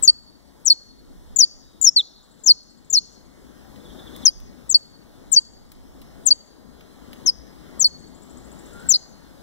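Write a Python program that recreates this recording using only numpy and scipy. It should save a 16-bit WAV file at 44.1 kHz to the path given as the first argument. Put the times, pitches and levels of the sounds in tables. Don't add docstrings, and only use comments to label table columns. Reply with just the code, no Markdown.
import sys
import numpy as np
from scipy import signal
from scipy.fft import rfft, irfft
from scipy.io import wavfile
from scipy.ndimage import uniform_filter1d, minimum_filter1d

SR = 44100
rng = np.random.default_rng(int(sys.argv[2]) if len(sys.argv) > 2 else 0)


def generate_wav(sig):
    pcm = np.round(np.clip(np.atleast_2d(sig).T, -1, 1) * 32767).astype(np.int16)
    wavfile.write(sys.argv[1], SR, pcm)


N = 415422

# (frequency [Hz], level [dB per Hz])
RUMBLE = [(20, -70), (49, -64), (58, -51.5), (72, -68), (95, -67.5), (250, -58.5), (420, -67.5), (900, -77),
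          (1900, -84), (2500, -91), (3500, -86), (5500, -87.5), (7000, -90.5), (10000, -92.5), (16000, -95)]
# (time [s], level [dB])
TRAFFIC_SWELL = [(0, 0), (3, 1.5), (7, 2.5), (7.8, 5), (9.42, 2)]
# (middle [s], half width [s], level [dB])
GUSTS = [(0, 0.13, -45.5), (1.25, 0.31, -39.5), (4.42, 0.085, -32), (5.7, .5, -45)]
BREEZE_DB = -52.5
# (time [s], length [s], first pitch [Hz], last pitch [Hz], level [dB])
FAR_WHISTLES = [(0.986, 0.32, 5500, 5615, -62.5), (1.622, 0.17, 3817, 3728, -53),
                (5.649, .45, 5340, 5450, -58.5), (3.797, .02, 3450, 3550, -49),
                (3.844, 0.033, 3720, 3286, -44.5), (3.872, 0.089, 3680, 3650, -52.5),
                (3.895, 0.024, 3296, 3200, -47.5), (6.55, .4, 4030, 4050, -59),
                (8.72, 0.093, 1375, 1420, -47), (8.789, 0.1, 1446, 1580, -47)]
# (time [s], gap [s], length [s], first pitch [Hz], last pitch [Hz], level [dB])
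CHATTER = (3.985, .079, .028, 3850, 3250, -42)
CHATTER_CHIPS, TRILL_CHIPS = 4, 13
# (time [s], first gap [s], shrink of the gap [s], level [dB])
TRILLS = [(2.226, .083, .0014, -39), (7.988, .0785, .00094, -36)]
# (time [s], level [dB], lower band against that level [dB])
TICKS = [(3.76, -42, 9), (4.1627, -31, -1), (4.4009, -32, -2.5), (5.7178, -25, -2), (6.016, -31.5, 2),
         (6.8081, -37.5, 9), (7.1313, -30, 4)]
TICK_T60_S = 0.036
# (frequency [Hz], level [dB], lag [rad], likeness of diffuse sound [0-1])
PORTS = [(0, -9.5, 2.0, 0.11), (248, -11, 3.4, 0.86), (830, -2.5, 6, 0.31), (2404, 0, 8.94, 1),
         (3430, -1, 12.36, .92), (4488, -1.65, 15, 0.98), (5580, -7, 18.6, 0.41), (6280, -16.5, 20.2, 0.28),
         (7137, -22.5, 21.4, 0.087), (8896, -16.5, 24.5, 0.17), (15800, -9, 45, .2)]
# (frequency [Hz], time to fall 60 dB [s])
YARD = [(3000, 1), (5000, 0.61), (7000, 0.71), (10000, 0.18), (15000, 0.13)]
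# (delay [s], level [dB])
WALLS = [(.055, -45), (.095, -43), (.205, -45)]
# (extra path [m], level [dB])
CAGE = [(1.9, -19), (2.9, -25)]
# (multiple of the pitch [-], level [dB])
OVERTONES = [(2, -28.5), (3, -43)]
FALLS = [(0.024, 0.052, 7850, 6300, -7.5, -16, 0.5, -9, 1.8),
         (0.648, 0.046, 8150, 5424, -0.5, 7, 0.52, -0.5, 1.6),
         (1.961, 0.052, 4508, 3300, 5.5, -10.5, 1.6, -9.5, 1),
         (4.692, 0.043, 7970, 6000, -6, -9.5, 0.44, -1.5, 1.3),
         (5.316, 0.041, 8090, 5850, 1, -8.5, 0.52, -7.5, 1.42),
         (6.254, 0.042, 8630, 6046, 0, -10.5, 0.443, -5.5, 2.1),
         (7.794, 0.042, 7900, 5850, -2.5, 4.5, 1.42, -8.5, 1.4),
         (8.887, 0.045, 7650, 5600, -1.5, 9, 1.13, -14, 1.05)]
HOLDS = [(0.0745, 0.033, 5800, 4433, 9, -0.5, 0.964, -19.5, 2.7),
         (0.698, 0.035, 5410, 4320, 8, -6, 1.7, -13.5, 2.2),
         (4.742, 0.029, 5483, 4433, 5, -10, 2.17, -8.5, 2.6),
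         (5.36, 0.037, 5800, 4498, 5, -4, 0.311, -8, 2.2), (6.304, 0.03, 5370, 4515, 4.6, 1, 0.53, -7, 2.6),
         (7.841, 0.036, 5624, 4367, 4.6, -4, 0.339, -6.5, 2.2),
         (8.934, 0.035, 5360, 4479, 2, 3, 1.019, -9.5, 2)]
GRACES = [(1.36, 0.022, 7500, 6760, -6.5, -20.5, 0.64, -2, 1.8),
          (1.813, 0.024, 7390, 7080, 0.5, -14, 0.638, 0, 1.8),
          (2.435, 0.018, 7600, 6505, -17, 3, 1.5, -5.5, 1.3),
          (2.899, 0.02, 7580, 6810, -10.5, -14, 1.2, -1.5, 1.8)]
SWEEPS = [(1.384, 0.065, 7400, 4462, 6, 3, 0.241, -8.5, 1.5),
          (1.835, 0.061, 7500, 5255, 6.5, 7, 0.31, -4, 1.3),
          (2.458, 0.065, 7280, 4210, 6, 8.5, 0.95, -2, 1.4),
          (2.925, 0.068, 7410, 4170, 4, -4, 0.32, -10.5, 1.6)]
SLIDES = [(4.252, 0.048, 6720, 4737, -1.5, -7.5, 0.55, -9, 1.9),
          (7.259, 0.047, 6590, 4914, -3, 6.5, 0.87, -9, 1.6)]
# (notes, share of the length at the top [0-1], share where the bottom is reached [0-1],
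# final upturn [Hz], attack [s], release [s])
SONG = [(SLIDES, 0.0082, .9, 60, .005, 0.0068), (FALLS, .13, .97, 30, 0.0034, .009),
        (HOLDS, .05, .27, 180, .006, 0.009), (GRACES, .01, .8, 100, 0.003, 0.0073),
        (SWEEPS, 0.0047, .87, 300, .008, 0.0051)]
# (from time [s], pitch flutter [Hz], level flutter [dB])
HOARSE = (8.93, 80, 1.5)
# (from time [s], spacing [Hz], depth [0-1])
SPLIT = (8.93, 560, .6)
EDGE_DB = -26
THIN_HZ, THIN_DB_PER_KHZ = 7660, -22.5
SOUND_M_PER_S = 343
BAND_LIMIT_HZ = 15750


def gain_of(db):
    return 10 ** (np.asarray(db) / 20)


def read(points, hz):
    f, value = np.transpose(points)
    return np.interp(np.log(hz + 1), np.log(f + 1), value)


def ramp(x, start, end):
    return np.clip((x - start) / (end - start), 0, 1)


def add(mix, time_s, sound):
    part = mix[round(time_s * SR):][:len(sound)]
    part += sound[:len(part)]


def ports(left, other=None, shadow=0.89):
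    hz = np.fft.rfftfreq(len(left), 1 / SR)
    f, *columns = np.transpose(PORTS)
    db, lag, same = (np.interp(hz, f, column) for column in columns)
    right = rfft(left)
    if other is not None:
        same = np.clip(same, 0, 1)
        right = same * right + np.sqrt(1 - same ** 2) * rfft(other)
    db = np.where(hz > 4000, shadow * db, db)
    return np.array([left, irfft(right * gain_of(db) * np.exp(-1j * lag), len(left))])


def whistle(length, hz, db, steps, edge, flutter_hz, flutter_db, overtones=(), hiss_db=-99):
    at = np.linspace(0, 1, round(length * SR))
    pitch, level = (uniform_filter1d(np.interp(at, steps, c), 40, mode="nearest") for c in (hz, db))
    hiss, *shake = rng.standard_normal((3, SR // 2))
    waver, flicker = (8 * uniform_filter1d(uniform_filter1d(c, 50), 50)[:len(at)] for c in shake)
    phase = 2 * np.pi * np.cumsum(pitch + flutter_hz * waver) / SR
    tone = np.sin(phase)
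    for multiple, overtone_db in overtones:
        tone = tone + gain_of(overtone_db + 3.5 * flicker) * np.sin(multiple * phase)
    tone += gain_of(hiss_db) * np.diff(hiss)[:len(at)]
    fade = signal.windows.tukey(len(at), min(edge / length, 1))
    return gain_of(level + flutter_db * flicker) * tone * fade


def background(patchy_db=1.5):
    frames, hz = N // 1024 + 5, np.fft.rfftfreq(4096, 1 / SR)
    a, b, c, d, patches = rng.standard_normal((frames, len(hz), 5)).T
    patches = uniform_filter1d(uniform_filter1d(patches, 40, 0), 4, 1)
    swell_db = np.interp(np.arange(frames) * 1024 / SR, *np.transpose(TRAFFIC_SWELL))
    low = np.clip(1.5 - hz / 4000, 0, 1)[:, None]
    size = gain_of(read(RUMBLE, hz)[:, None] + low * swell_db + patchy_db * patches / patches.std())
    spectra = np.array([a + 1j * b, c + 1j * d]) * size * 2.893
    noise = signal.istft(spectra, nperseg=4096, noverlap=3072)[1]
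    return ports(*noise[:, :N], shadow=0.051)


def wind():
    low_band = signal.butter(2, [15, 60], "band", fs=SR, output="sos")
    shared, own = signal.sosfilt(low_band, rng.standard_normal((2, N)))
    t = np.arange(N) / SR
    gust = gain_of(BREEZE_DB)
    for middle, half_width, db in GUSTS:
        gust = gust + gain_of(db) * np.exp(-((t - middle) / half_width) ** 2)
    return gust / shared.std() * np.array([shared, 0.72 * own - 1.4 * shared])


def far_birds():
    out = np.zeros(N)
    start, gap, *chip = CHATTER
    chatter = [(start + k * gap, *chip) for k in range(CHATTER_CHIPS)]
    for time_s, length, hz0, hz1, db in FAR_WHISTLES + chatter:
        blur_hz = .006 * hz0 + .2 * abs(hz1 - hz0)
        add(out, time_s, whistle(length, (hz0, hz1), (db, db), (0, 1), .02, blur_hz, 3.0))
    for start, gap, shrink, db in TRILLS:
        for k in range(TRILL_CHIPS):
            swell_db = db - 2.6 * abs(2 * k / TRILL_CHIPS - 1)
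            length, hz = .027 - .0012 * k, (6750, 8300 + 60 * k)
            chip = whistle(length, hz, (swell_db, swell_db - 6.5), (0, 1), 0.008, 200, 4.1)
            add(out, start + gap * k - shrink * k * k / 2, chip)
    return out


def ticks():
    out, t = np.zeros(N), np.arange(1200) / SR
    high = signal.butter(2, 4000, "high", fs=SR)
    low = signal.butter(2, [1500, 6000], "band", fs=SR)
    for (time_s, db, low_db), noise in zip(TICKS, rng.standard_normal((len(TICKS), 1200))):
        burst = noise * gain_of(db - 60 * t / TICK_T60_S)
        knock = gain_of(low_db) * signal.lfilter(*low, burst)
        add(out, time_s, signal.lfilter(*high, burst) + knock)
    return out


def yard(x, gap=0.017, lumpy_db=3.0):
    hz, t, z = signal.stft(rng.standard_normal((2, SR)), SR, nperseg=256)
    lumps = uniform_filter1d(rng.standard_normal(z.shape[1:]), size=30, axis=0)
    lumps = uniform_filter1d(lumps, size=3, axis=1)
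    decay_db = -60 * t / read(YARD, hz)[:, None]
    tail = signal.istft(z * gain_of(lumpy_db * lumps / lumps.std() + decay_db), SR, nperseg=256)[1]
    tail = tail * np.clip(np.arange(tail.shape[1]) / SR / gap - .3, 0, 1)
    wet = signal.fftconvolve(x[None], tail / np.linalg.norm(tail[0]), axes=1)[:, :N]
    return ports(*wet, shadow=.5)


def finch():
    bare, echo = np.zeros((2, N))
    at = np.linspace(0, 1, 101)
    for notes, top_share, low_share, upturn_hz, attack, release in SONG:
        for time_s, length, top_hz, low_hz, db, swell_db, path, echo_db, bend in notes:
            hz = low_hz + (top_hz - low_hz) * (1 - ramp(at, top_share, low_share)) ** bend
            hz = hz + upturn_hz * ramp(at, min(low_share, .98), 0.92) ** 2
            ends = (1 - ramp(at * length, 0, attack)) ** 2 + ramp(at * length, length - release, length) ** 2
            thin_db = THIN_DB_PER_KHZ * np.maximum(hz - THIN_HZ, 0) / 1000
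            level_db = db + swell_db * (at - .5) + EDGE_DB * ends + thin_db
            flutter = HOARSE[1:] if time_s > HOARSE[0] else (25, .4)
            note = whistle(length, hz, level_db, at, 0.0017, *flutter, OVERTONES, -48)
            if time_s > SPLIT[0]:
                _, spacing_hz, depth = SPLIT
                strands = 2 * np.cos(np.pi * spacing_hz * np.arange(len(note)) / SR)
                note = note * (1 - depth + depth * strands)
            add(bare, time_s, note)
            add(echo, time_s + path / SOUND_M_PER_S, gain_of(echo_db) * note)
    for path, db in CAGE:
        add(echo, path / SOUND_M_PER_S, gain_of(db) * bare)
    return bare, echo


def scene():
    (bare, echo), far, claws = finch(), far_birds(), ticks()
    bright = signal.lfilter(*signal.butter(2, 5200, "high", fs=SR), bare)
    near = bare + echo
    for delay, db in WALLS:
        add(near, delay, gain_of(db) * bright)
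    wet = yard(gain_of(-27) * bright + gain_of(-7) * far + gain_of(-12) * claws)
    return ports(near) + ports(far + claws, shadow=0.61) + wet + background() + wind()


def record(dry, knee_db=-26, share=.5, back_db=20, lag_s=.04, ceiling=.95):
    power_db = 10 * np.log10(abs(uniform_filter1d(dry[0] ** 2, 1500)) + 1e-12)
    power_db[0] = -18.5
    fall = np.arange(N) * back_db / SR
    over_db = np.maximum(np.maximum.accumulate(power_db + fall) - fall - knee_db, 0)
    late = np.r_[np.full(round(lag_s * SR), over_db[0]), over_db][:N]
    ducked = dry * gain_of(-share * uniform_filter1d(late, 1500, mode="nearest"))
    room = minimum_filter1d(np.minimum(ceiling / (abs(ducked).max(0) + 1e-9), 1), size=61)
    held = ducked * uniform_filter1d(room, size=61)
    band_limit = signal.firwin(255, BAND_LIMIT_HZ, window=("kaiser", 9), fs=SR)
    return signal.oaconvolve(held, band_limit[None], "same")


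dry = scene()
out = record(dry)
generate_wav(out)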